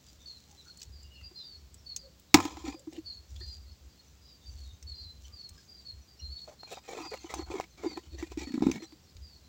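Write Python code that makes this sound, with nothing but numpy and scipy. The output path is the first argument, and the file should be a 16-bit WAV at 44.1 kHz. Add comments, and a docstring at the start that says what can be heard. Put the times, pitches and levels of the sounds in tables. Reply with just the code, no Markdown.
"""Outdoors among bushes, a hand-held microphone close to a plastic tub of large millipedes.
One is dropped in: the thin floor booms, the wall rings, its shell clicks and it skids to rest.
Later two of them wrestle, bumping and scratching the floor. Leaves and fingers rustle lightly.
Small birds chirp near and far, their calls scattered by the bushes. Under it all lie steady
air and the soft rumble of the hand shifting its grip on the microphone."""
import sys
import numpy as np
from scipy import signal
from scipy.io import wavfile
from scipy.ndimage import uniform_filter1d

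SR = 44100
rng = np.random.default_rng(int(sys.argv[2]) if len(sys.argv) > 2 else 0)


def digitize_waveform(pressure):
    """Quantize a signal to 16-bit integers and store it at the path in sys.argv[1].

    Rows of a 2-D input are taken as channels; values are limited to [-1, 1].
    """
    field = np.atleast_2d(pressure).T
    bounded = np.clip(field, -1, 1)
    quanta = np.round(bounded * 32767).astype(np.int16)
    wavfile.write(sys.argv[1], SR, quanta)


N = 418068

# Levels are relative, ahead of each layer's gain and the microphone.
# the dropped body hits the floor: start_s, boom_hz, boom_db, wall_db, click_db
LANDING = (2.3428, 308, -13, -18, -14)
# bodies bump the tub: start_s, boom_hz, boom_db, boom_decay_s, wall_db, wall_centre_hz, click_db
BUMPS = [(1.312, 358, -59, .007, -69, 760, -70), (2.352, 300, -40, .004, -30, 920, -38),
         (2.372, 290, -37, .006, -33, 1050, -39), (2.387, 315, -31, .0055, -34, 1000, -46),
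         (2.402, 320, -42, .004, -32, 1010, -37), (2.4525, 305, -32, .0055, -41, 1000, -41),
         (2.57, 315, -47.5, .007, -48, 850, -54), (2.641, 326, -40, .007, -56, 900, -60),
         (2.678, 285, -37, .008, -56, 2300, -52), (2.743, 322, -44.5, .006, -56, 950, -68),
         (2.872, 316, -38.5, .008, -63, 900, -73), (2.927, 320, -48, .005, -70, 900, -63),
         (2.979, 318, -38, .008, -73, 900, -68), (3.408, 363, -56, .008, -66, 1750, -68),
         (6.477, 640, -49, .005, -58, 760, -72), (6.633, 320, -70, .004, -50, 1350, -60),
         (6.772, 574, -57, .005, -46, 800, -63), (6.986, 340, -48, .004, -44, 800, -63),
         (7.0, 331, -41, .008, -55, 900, -62), (7.118, 450, -43, .005, -54, 800, -68),
         (7.134, 530, -45, .006, -47, 1350, -62), (7.243, 332, -42.5, .006, -53, 800, -68),
         (7.3395, 322, -55, .004, -37, 900, -44), (7.393, 337, -37, .005, -46.5, 780, -64),
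         (7.502, 331, -39.5, .005, -49, 800, -62), (7.54, 400, -35, .005, -48, 800, -55),
         (7.555, 370, -36, .004, -51, 800, -60), (7.5997, 400, -41, .002, -33, 740, -47),
         (7.609, 326, -56, .004, -51, 1900, -48), (7.64, 320, -67, .004, -57, 2200, -56),
         (7.836, 400, -45, .003, -49, 800, -60), (7.845, 376, -35, .004, -50, 800, -64),
         (7.859, 328, -29, .007, -51, 800, -62), (7.973, 344, -39, .005, -43, 950, -54),
         (8.226, 329, -33.5, .006, -47, 1900, -56), (8.319, 400, -49, .003, -53, 800, -53),
         (8.374, 312, -32.5, .0045, -58, 1900, -52), (8.472, 280, -39, .004, -60, 1900, -65),
         (8.505, 260, -40, .005, -68, 900, -65), (8.52, 260, -55, .003, -58, 1900, -55),
         (8.541, 275, -30.5, .004, -54, 1900, -54), (8.554, 290, -34, .004, -66, 900, -65),
         (8.578, 265, -29.5, .0035, -50, 1050, -68), (8.607, 230, -34, .003, -55, 1050, -62),
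         (8.623, 280, -23, .0028, -38, 850, -49), (8.636, 300, -28.5, .0025, -48, 850, -62),
         (8.657, 230, -31, .003, -60, 850, -62), (8.668, 265, -19.5, .003, -41, 900, -48),
         (8.687, 280, -27, .0025, -52, 1050, -58), (8.699, 300, -29, .0025, -50, 1050, -55),
         (8.714, 288, -37, .004, -45, 2200, -43), (8.822, 330, -43, .007, -57, 1950, -59),
         (8.923, 310, -52, .008, -65, 900, -64)]
# modes of the tub wall, before a body detunes and damps them: pitch_hz, level_db, t60_s
WALL_MODES = [(520, -17, .03), (712, -5, .04), (757, -1, .045), (800, -1.5, .05), (893, -3, .05),
              (965, -9, .04), (1010, -5, .09), (1130, -12, .035), (1272, -2.5, .04), (1390, -7, .03),
              (1697, -12, .056), (1970, -12, .04), (2210, -5, .02), (2277, -7, .06), (2490, -9, .04),
              (3000, -14, .03), (3290, -15, .03), (3717, -11.5, .05), (4280, -15, .043), (5072, -13, .04),
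              (5574, -14, .05), (5855, -15, .06), (6270, -18, .06), (6870, -15, .07)]
# the whole tub rocking after the landing: pitch_hz, level_db, t60_s
ROCK_MODES = [(92, -29.5, .33), (165, -22.5, .13), (225, -25, .13)]
# hard shell clicking on plastic: frequency_hz, level_db
CLICK_SPECTRUM = [(300, -29.5), (1300, -6.5), (1900, -1.5), (2450, 6), (3100, -5.5), (3800, 0), (4500, -3),
                  (5300, 1), (6300, -4.5), (7200, -3), (9000, -7), (16000, -10)]
# the skid to rest: length_s, floor_hz, rasp_hz, friction_db, wall_db, boom_db
SKID = (.38, 295, 1010, -37.5, -31, -27.5)
# strokes over the floor: start_s, length_s, floor_hz, rasp_hz, friction_db, wall_db, boom_db
SCRAPES = [(2.42, .06, 316, 6500, -47, -56, -52), (2.5, .05, 316, 5000, -59, -64, -58),
           (2.65, .06, 300, 2400, -46.5, -48, -46), (2.715, .035, 316, 2400, -55, -56, -60),
           (2.92, .07, 316, 2850, -58, -69, -54), (6.475, .028, 613, 6200, -59, -56, -48),
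           (6.505, .04, 613, 9500, -65, -63, -62), (6.67, .035, 640, 2500, -57, -62, -62),
           (6.705, .035, 450, 2600, -47, -49, -45), (6.742, .05, 700, 3700, -55, -59, -62),
           (6.835, .04, 400, 2500, -58, -68, -70), (6.88, .062, 493, 2300, -48.5, -48, -46),
           (6.942, .043, 440, 2450, -50, -47.5, -43), (6.985, .04, 340, 2500, -49.5, -48, -50),
           (7.025, .05, 340, 2500, -52, -46.5, -50), (7.112, .04, 460, 1950, -54, -47, -44.5),
           (7.152, .03, 332, 2700, -55, -62, -66), (7.195, .08, 332, 6300, -56, -69, -72),
           (7.255, .025, 400, 6000, -60, -55, -62), (7.292, .045, 450, 2150, -48, -50, -51),
           (7.35, .045, 334, 6000, -50, -49, -46), (7.395, .035, 334, 2050, -55, -51, -48),
           (7.458, .035, 332, 1350, -59, -55, -60), (7.504, .04, 359, 2450, -49, -48, -46),
           (7.544, .05, 359, 2200, -50.5, -48, -45), (7.615, .03, 326, 2200, -58, -60, -57),
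           (7.775, .045, 350, 2250, -57, -59, -57), (7.826, .05, 353, 2200, -52, -49, -40),
           (7.878, .06, 325, 2150, -54, -57, -50), (7.95, .05, 325, 1900, -59, -66, -52),
           (8.03, .06, 330, 3000, -65, -76, -65), (8.122, .04, 327, 3700, -61, -72, -49),
           (8.178, .069, 325, 1900, -50, -61, -56), (8.255, .03, 323, 2450, -57, -70, -60),
           (8.3, .04, 323, 2450, -58, -70, -59), (8.378, .075, 320, 2350, -48, -54, -46),
           (8.378, .03, 320, 5650, -48, -68, -62), (8.468, .03, 290, 1900, -53, -64, -47),
           (8.53, .085, 225, 1900, -58, -66, -46), (8.62, .085, 212, 3750, -52, -58, -38),
           (8.722, .062, 221, 2250, -48.5, -56, -41.5), (8.795, .02, 320, 1950, -59, -63, -50),
           (8.825, .025, 320, 5800, -50, -59, -53)]
# boom of the scraped floor: multiple_of_floor_pitch, level_db
FLOOR_SPECTRUM = [(.3, -34.5), (.55, -15), (.75, -10), (.88, -4), (1, 3), (1.2, -9), (1.5, -11),
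                  (1.85, -19), (2.8, -34.5), (6, -70.5)]
# shell scratching plastic: frequency_hz, level_db
SCRATCH_SPECTRUM = [(700, -23), (1550, -8), (1930, 2), (2150, -2), (2440, 1), (2900, -6), (3310, -2),
                    (3800, -2), (4270, -1), (5000, -10), (9000, -21), (16000, -27)]
# high resonances of the tub under tiny feet: frequency_hz, level_db
LEG_SPECTRUM = [(500, -34), (2600, -14), (3300, -3), (3750, -1), (4050, -8), (4350, 0), (4650, -6),
                (5000, -1), (5300, -7), (5650, 2), (5850, -4), (6100, 3), (6500, -6), (6950, 4), (7250, -3),
                (7550, 2), (8100, -7), (11000, -9), (16000, -12)]
# leaves and fingers brushing: start_s, length_s, level_db
BRUSHES = [(.04, .12, -65), (.2, .6, -70), (.812, .035, -57), (3.3, .27, -65), (4.46, .23, -68.5),
           (5.22, .07, -63), (5.54, .1, -66), (6.4, .13, -66), (6.69, .07, -58), (6.88, .3, -62),
           (7.29, .12, -58)]
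# their dry crackle: frequency_hz, level_db
RUSTLE_SPECTRUM = [(500, -34.5), (2500, -11.5), (3600, -2.5), (4800, -6), (5550, -0.5), (5750, -1.5),
                   (6050, 1.5), (6450, -4.5), (7000, 2), (7700, -3.5), (9000, -6), (16000, -10.5)]
# small dry snaps: start_s, level_db, centre_hz
SNAPS = [(.273, -60, 6000), (.513, -57, 6300), (.773, -51, 7200), (.798, -56, 7400), (.817, -45, 4640),
         (.829, -46, 5660), (1.031, -57, 7400), (1.212, -60, 2100), (1.743, -49, 7860), (1.9627, -33, 6550),
         (2.197, -52, 12000), (2.794, -53, 7400), (2.931, -55, 5400), (2.965, -54, 2900),
         (3.362, -55, 3500), (4.8265, -49.5, 5450), (5.491, -46.5, 8500), (6.718, -48, 10000),
         (6.729, -46, 9500), (6.912, -52, 9500), (7.139, -46, 2050), (7.3415, -39, 6500),
         (7.973, -50, 1950), (8.7145, -39, 6200), (9.167, -54.5, 3970)]
# falling chirps, near and far: start_s, length_s, top_hz, fall_fraction, level_db
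CHIRPS = [(.05, .07, 4800, .02, -64.5), (.18, .11, 3630, .01, -66), (.252, .075, 4570, .11, -49.5),
          (.29, .11, 4450, .11, -59), (.569, .06, 4170, .1, -59), (.659, .075, 4400, .04, -57),
          (.75, .07, 4420, .04, -61), (.917, .11, 4950, .11, -60), (.99, .08, 4920, .02, -62),
          (1.02, .06, 2950, .05, -68), (1.15, .12, 2750, .03, -63), (1.098, .11, 2950, .07, -61),
          (1.13, .05, 4380, .03, -63), (1.226, .08, 4800, .025, -55), (1.349, .09, 4280, .085, -50),
          (1.345, .14, 4950, .04, -57), (1.391, .08, 3700, .01, -58), (1.44, .135, 4760, .11, -52.5),
          (1.77, .037, 5500, .02, -64), (1.858, .094, 4550, .085, -46.5), (1.969, .1, 4900, .13, -57.5),
          (2.69, .11, 4950, .05, -61), (3.056, .085, 4524, .095, -46), (3.04, .16, 4720, .1, -55),
          (3.391, .13, 4360, .05, -53.5), (3.405, .07, 4740, .01, -53), (3.46, .13, 4900, .05, -54),
          (3.65, .08, 4440, .04, -62), (3.965, .05, 4400, .03, -63), (4.21, .16, 4980, .07, -62),
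          (4.45, .07, 4720, .04, -56), (4.41, .04, 3640, .02, -63), (4.5, .038, 6150, .01, -65),
          (5.55, .07, 5120, .02, -64), (4.56, .11, 4450, .04, -60), (4.631, .11, 3850, .05, -63),
          (4.865, .095, 4520, .095, -48.5), (4.94, .11, 4800, .05, -54), (4.96, .17, 4250, .06, -55),
          (4.99, .07, 4450, .04, -58), (5.32, .085, 4850, .085, -55), (5.375, .12, 4480, .06, -51),
          (5.672, .15, 4850, .04, -57.5), (5.849, .087, 4460, .07, -49), (6.06, .1, 4850, .05, -64),
          (6.204, .095, 4250, .025, -52), (6.295, .16, 4460, .035, -48), (6.589, .08, 4290, .025, -52.5),
          (6.68, .1, 3850, .03, -64), (6.74, .06, 4960, .02, -62), (7.019, .12, 4850, .035, -54),
          (7.07, .14, 4420, .05, -59), (7.07, .07, 2520, .05, -62), (7.25, .03, 3080, .04, -61),
          (7.37, .085, 4390, .02, -55), (7.854, .125, 4780, .12, -53), (8.09, .08, 4420, .02, -62),
          (8.42, .14, 4450, .02, -56), (8.78, .1, 4240, .05, -61), (8.86, .09, 4700, .03, -62),
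          (9.21, .17, 4970, .15, -59)]
# hoarse bird notes: start_s, length_s, pitch_hz, level_db, octave_db
CHIPS = [(3.355, .025, 3400, -59, -70), (3.405, .02, 1790, -59, -66), (5.243, .03, 2984, -61, -62),
         (5.27, .09, 1197, -75, -84), (5.5, .1, 1180, -77, -86), (6.37, .035, 3720, -61, -78),
         (5.575, .025, 1647, -67, -76), (6.19, .028, 2840, -62, -55)]
# low, distant calls: start_s, length_s, pitch_hz, level_db
HOOTS = [(.46, .12, 800, -71), (.64, .085, 1440, -67), (2.0, .13, 535, -63), (2.74, .12, 535, -64)]
# outdoor air and hiss: frequency_hz, level_db
AIR_SPECTRUM = [(20, -8), (60, 11), (150, 15), (250, 8.5), (400, 4.5), (800, -2), (1600, -5), (3000, -5),
                (4600, -1.5), (6500, -4.5), (10000, -6.5), (13500, 0), (15300, -6)]
# the hand shifts its grip: start_s, length_s, level_db
GRIP_SHIFTS = [(0.869, 0.13, -47.5), (1.037, 0.051, -48), (1.204, 0.066, -51.5), (1.551, 0.042, -56),
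               (1.623, 0.067, -52), (1.721, 0.1, -56), (2.535, 0.046, -51), (2.623, 0.1, -48),
               (3.184, 0.032, -51.5), (3.309, 0.21, -41.5), (3.573, 0.048, -44.5), (3.643, 0.098, -48),
               (3.828, 0.054, -49), (4.473, 0.27, -44), (4.836, 0.11, -43), (5.016, 0.073, -46),
               (5.155, 0.039, -50), (5.223, 0.13, -48.5), (5.507, 0.046, -48), (5.93, 0.073, -46.5),
               (6.223, 0.12, -40.5), (7.35, 0.176, -44), (8.089, 0.14, -42), (8.29, 0.17, -45.5),
               (8.625, 0.11, -48), (9.15, 0.11, -44.5)]
# handling rumble: frequency_hz, level_db
GRIP_SPECTRUM = [(15, -46), (40, -29), (54, -12), (65, 5.5), (80, -2.5), (100, -11), (130, -27), (250, -41),
                 (600, -68)]
# microphone response: frequency_hz, gain_db
MIC_RESPONSE = [(20, -0.5), (7600, 0), (8600, -10.5), (10000, -12), (13800, -17), (14800, -3), (15800, -2)]


def landing():
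    """Close up, the dropped millipede knocks hard and sets the whole tub rocking."""
    out, t = np.zeros(N), np.arange(SR // 2) / SR
    wall = wall_ring(spot_db=0, detune=.001, damping=1, centre_hz=1200, db_per_octave=-.5)
    add(out, *knock(LANDING, wall, lead_s=.0003, swell_s=.017, decay_s=.0036,
                    crack_s=.0027, ring_db=-14))
    for hz, db, t60 in ROCK_MODES:
        add(out, LANDING[0], gain_of(db - 60 * t / t60) * np.sin(2 * np.pi * hz * t))
    return out


def bumps():
    """Lighter knocks as the bodies settle and wrestle, each on a different spot of the tub."""
    out = np.zeros(N)
    for start_s, hz, boom_db, decay_s, wall_db, centre_hz, click_db in BUMPS:
        wall = wall_ring(spot_db=2.5, detune=.012, damping=1.5, centre_hz=centre_hz, db_per_octave=-9)
        add(out, *knock((start_s, hz, boom_db, wall_db, click_db), wall, lead_s=.0025,
                        swell_s=1.5 * decay_s, decay_s=decay_s, crack_s=.002, ring_db=-6.5))
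    return out


def knock(hit, wall, lead_s, swell_s, decay_s, crack_s, ring_db):
    """The floor gives and booms, then the wall rings and the shell clicks; returns time and sound."""
    start_s, hz, boom_db, wall_db, click_db = hit
    t = np.arange(len(wall)) / SR
    swell = 1 - np.exp(-(t / swell_s) ** 2)
    boom = -swell * np.exp(-t / decay_s) * np.sin(2 * np.pi * hz * t)
    sound = gain_of(boom_db) * unit_rms(boom, size=720)
    add(sound, lead_s, gain_of(wall_db) * unit_rms(wall, size=620))
    add(sound, lead_s, gain_of(click_db) * click(CLICK_SPECTRUM, crack_s, ring_db, ring_s=.013))
    return start_s - lead_s, sound


def wall_ring(spot_db, detune, damping, centre_hz, db_per_octave, size=6000):
    """The wall's modes, weighted, detuned and damped by a pressing body, weaker away from centre_hz."""
    t, out = np.arange(size) / SR, np.zeros(size)
    for hz, db, t60 in WALL_MODES:
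        weight, shift, polarity = rng.standard_normal(3)
        mode_db = db + spot_db * weight + db_per_octave * abs(np.log2(hz / centre_hz))
        fade = gain_of(mode_db - 60 * damping * t / t60)
        out += np.sign(polarity) * fade * np.sin(2 * np.pi * hz * (1 + detune * shift) * t)
    return out


def click(spectrum, crack_s, ring_db, ring_s, size=4000):
    """A sharp crack of noise and a short, dense ring."""
    t = np.arange(size) / SR
    envelope = np.exp(-t / crack_s) + gain_of(ring_db) * np.exp(-t / ring_s)
    return unit_rms(colour(envelope * rng.standard_normal(size), spectrum), size=620)


def scraping(skid_fade_s=.04, skid_power=1.1, edge_s=.022):
    """The skid after the landing, dying as a power of time, then single strokes of legs and bodies."""
    out = np.zeros(N)
    t = np.arange(0, SKID[0], 1 / SR)
    add(out, LANDING[0] + .008, rub((1 + t / skid_fade_s) ** -skid_power, *SKID[1:]))
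    for start_s, length_s, *contact in SCRAPES:
        span_s = length_s + edge_s
        pressure = signal.windows.tukey(round(span_s * SR), min(2 * edge_s / span_s, 1))
        add(out, start_s - edge_s / 2, rub(pressure, *contact))
    return out


def rub(pressure, floor_hz, rasp_hz, friction_db, wall_db, boom_db):
    """Tiny slips scratch and rasp, feet patter; floor and wall answer the square of the pressure."""
    size = len(pressure)
    catch = gain_of(2.5 * wander(size, smooth_samples=350))  # slips bunch as the body catches
    slips = catch * grains(per_s=2600, spread_db=2.7, size=size)
    steps = catch * grains(per_s=4000, spread_db=2.7, size=size)
    drives = [pressure ** 2 * slips, pressure * slips, pressure * steps]
    heavy, light, feet = np.pad(drives, ((0, 0), (0, SR // 10)))  # room to ring out
    boom = colour(heavy, [(multiple * floor_hz, db) for multiple, db in FLOOR_SPECTRUM])
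    ring = wall_ring(spot_db=3, detune=.01, damping=.9, centre_hz=800, db_per_octave=-3.5)
    wall = signal.fftconvolve(heavy, ring)[:len(heavy)]
    shell_tuning = np.exp(.05 * rng.standard_normal())
    scratch = tub_echoes(colour(light, [(shell_tuning * hz, db) for hz, db in SCRATCH_SPECTRUM]))
    # the plastic's resonance under the contact moves as the body slides
    sliding_hz = rasp_hz * (1 + .015 * wander(len(light), smooth_samples=2500))
    rasp = resonate(light, sliding_hz, width_hz=230)
    patter = tub_echoes(colour(feet, LEG_SPECTRUM))
    parts = [(boom_db, boom, pressure ** 2),
             (wall_db, wall, pressure ** 2),
             (friction_db - 5.5, scratch, pressure),
             (friction_db - 6.5, rasp, pressure),
             (friction_db - 5, patter, pressure)]
    return sum(gain_of(db) * np.sqrt(np.mean(force ** 2)) * unit_rms(part, size)
               for db, part, force in parts)


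def tub_echoes(x, longest_s=.004, echo_db=-7.5, count=6):
    """Quick reflections inside the tub; their hollow colour changes with the spot touched."""
    out = x.copy()
    for delay_s, sign in zip(longest_s * rng.uniform(.15, 1, count), rng.choice([-1, 1], count)):
        add(out, delay_s, sign * gain_of(echo_db) * x)
    return out


def dry_rustle(resting_db=-76):
    """A fine crackle that swells as leaves and fingers brush, and separate, briefly pitched snaps."""
    loudness = swells(BRUSHES, edge_s=.018) + gain_of(resting_db + 3 * drift(rate_hz=5))
    out = loudness * unit_rms(colour(grains(per_s=1100, spread_db=5), RUSTLE_SPECTRUM))
    for start_s, db, hz in SNAPS:
        spectrum = [(hz / 6, -32), (hz / 2, -12), (hz * .9, -5), (hz, 4),
                    (hz * 1.1, -5), (hz * 1.4, -4), (hz * 2, -14)]
        snap = click(spectrum, crack_s=.0018, ring_db=-8, ring_s=.0071)
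        add(out, start_s, gain_of(db - 4) * tub_echoes(snap, longest_s=.003, echo_db=-8, count=4))
    return out


def birds():
    """In the bushes all round: chirps, chips and hoots, a faint chorus and smaller birds above it."""
    far = chorus(count=30, length_s=.08, hz=4450, spread=.08, fall=.07, db=-69.5)
    twitter = chorus(count=44, length_s=.035, hz=6000, spread=.13, fall=.06, db=-68.5)
    return gain_of(.3) * chirps(CHIRPS + far + twitter) + chips() + hoots()


def chirps(calls, crossover_db=-53.5, distance_slope=.37):
    """Fainter, farther calls waver more, start more softly and arrive mostly by way of the bushes."""
    direct, scattered = np.zeros((2, N))
    nearest_db = max(row[-1] for row in calls)
    for start_s, length_s, top_hz, fall, db in calls:
        below_db = nearest_db - db
        waver, rise_s = .0045 + .0009 * below_db, .01 + .001 * below_db
        call = gain_of(db) * bird_note(length_s, top_hz, fall, waver, rise_s)
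        add(direct, start_s, call * gain_of(distance_slope * min(db - crossover_db, 0)))
        add(scattered, start_s - .008, call * gain_of(-distance_slope * max(db - crossover_db, 0)))
    return direct + gain_of(-3) * bushes(scattered, t60=.29)


def bird_note(length_s, top_hz, fall, waver, rise_s=.012, release_s=.02):
    """A fluttering whistle that flicks up to pitch and arches downward."""
    progress = np.arange(0, 1, 1 / (length_s * SR))
    arch = 1 - fall * progress ** 1.2 - .05 * np.exp(-progress / .08)
    hz = top_hz * arch * (1 + waver * wander(len(progress), smooth_samples=70))
    attack = np.minimum(progress * length_s / rise_s, 1)
    release = np.minimum((1 - progress) * length_s / release_s, 1)
    flutter = gain_of(2.2 * wander(len(progress), smooth_samples=200) - 1.5 * progress)
    return unit_rms(attack * release * flutter * np.sin(2 * np.pi * np.cumsum(hz) / SR))


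def chips(waver=.035):
    """Brief hoarse notes with an octave above and a short scatter off the bushes."""
    out = np.zeros(N)
    for start_s, length_s, hz, db, octave_db in CHIPS:
        fundamental = gain_of(db) * bird_note(length_s, hz, fall=0, waver=waver)
        octave = gain_of(octave_db) * bird_note(length_s, 2 * hz, fall=0, waver=waver / 2)
        add(out, start_s, fundamental + octave)
    return out + gain_of(-7) * bushes(out, t60=.15)


def hoots():
    """Low calls from far off, smeared by distance into breathy bands."""
    out = np.zeros(N)
    for start_s, length_s, hz, db in HOOTS:
        size = round(length_s * SR)
        band = resonate(rng.standard_normal(SR // 2), np.full(SR // 2, hz), width_hz=.11 * hz)[-size:]
        add(out, start_s, gain_of(db) * unit_rms(band * signal.windows.hann(size)))
    return out


def chorus(count, length_s, hz, spread, fall, db):
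    """The farthest birds: rows like CHIRPS, at random times and pitches."""
    slot_s = N / SR / count
    return [((k + rng.random()) * slot_s, length_s, hz * np.exp(spread * rng.standard_normal()), fall, db)
            for k in range(count)]


def bushes(x, t60, echoes_per_s=1500):
    """Trunks and leaves scatter far sounds into a thin tail."""
    t = np.arange(SR) / SR
    echoes = rng.standard_normal(SR) * (rng.random(SR) < echoes_per_s / SR)
    tail = echoes * (t > .008) * gain_of(-60 * t / t60)
    return signal.fftconvolve(x, tail / np.linalg.norm(tail))[:N]


def air():
    """Steady outdoor air and hiss."""
    return gain_of(-60.9) * unit_rms(colour(rng.standard_normal(N), AIR_SPECTRUM))


def handling(still_db=-64):
    """The hand rumbles in the microphone, swelling at each shift of grip."""
    noise = signal.hilbert(colour(rng.standard_normal(N), GRIP_SPECTRUM))
    running_rms = np.sqrt(uniform_filter1d(abs(noise) ** 2, size=3000) / 2 + 1e-12)
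    shifts = gain_of(-3.5) * swells(GRIP_SHIFTS, edge_s=.024)
    hold = gain_of(still_db + 4 * drift(rate_hz=9))
    return (shifts + hold) * noise.real / running_rms


def gain_of(db):
    """Decibels to amplitude."""
    return 10 ** (np.asarray(db) / 20)


def unit_rms(x, size=None):
    """Scales to rms 1 over the first size samples (all by default)."""
    return x / np.sqrt(np.mean(x[:size] ** 2) + 1e-20)


def add(mix, start_s, sound):
    """Mixes a sound in at start_s."""
    part = mix[max(round(start_s * SR), 0):][:len(sound)]
    part += sound[:len(part)]


def colour(x, spectrum, size=4096):
    """Minimum-phase filter through points of frequency_hz, level_db."""
    hz, db = np.transpose(spectrum)
    bin_hz = abs(np.fft.fftfreq(size, 1 / SR)) + 1
    log_gain = np.log(gain_of(np.interp(np.log(bin_hz), np.log(hz), db)))
    taps = np.fft.ifft(np.exp(np.conj(signal.hilbert(log_gain)))).real
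    return signal.fftconvolve(x, taps)[:len(x)]


def resonate(x, hz, width_hz):
    """A resonance that follows the curve hz."""
    carrier = np.exp(2j * np.pi * np.cumsum(hz) / SR)
    pole = np.exp(-np.pi * width_hz / SR)
    envelope = signal.lfilter([(1 - pole) ** 2], [1, -2 * pole, pole * pole], x / carrier + 1e-18)
    return (carrier * envelope).real


def grains(per_s, spread_db, size=N):
    """Random clicks of uneven size."""
    strength = gain_of(spread_db * np.minimum(rng.exponential(1, size), 4))
    return strength * rng.choice([-1, 1], size) * (rng.random(size) < per_s / SR)


def wander(size, smooth_samples):
    """A random wobble of rms about 1."""
    return unit_rms(uniform_filter1d(rng.standard_normal(SR), smooth_samples))[:size]


def drift(rate_hz):
    """A slow glide between random values."""
    knots = rng.standard_normal(400)
    return np.interp(np.arange(N) / SR * rate_hz, np.arange(len(knots)), knots)


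def swells(rows, edge_s):
    """One rise, hold and fall for each start_s, length_s, level_db."""
    t, out = np.arange(N) / SR, np.zeros(N)
    for start_s, length_s, db in rows:
        end_s = start_s + length_s
        corners_s = [start_s - edge_s, start_s + edge_s / 2, end_s - edge_s / 2, end_s + edge_s]
        out += gain_of(db) * np.interp(t, corners_s, [0, 1, 1, 0])
    return out


def scene():
    """The tub close by, the birds farther off, in mono."""
    return (bumps() + landing() + scraping() + dry_rustle() + birds() + air() + handling())[None]


def record(dry):
    """The microphone colours the sound, overloads at full scale and cuts the highest treble."""
    sound = np.clip(colour(dry[0], MIC_RESPONSE), -1, 1)
    lowpass = signal.firwin(511, cutoff=15950, window=("kaiser", 9), fs=SR)
    return signal.oaconvolve(sound, lowpass, "same")[None]


dry = scene()
out = record(dry)
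digitize_waveform(out)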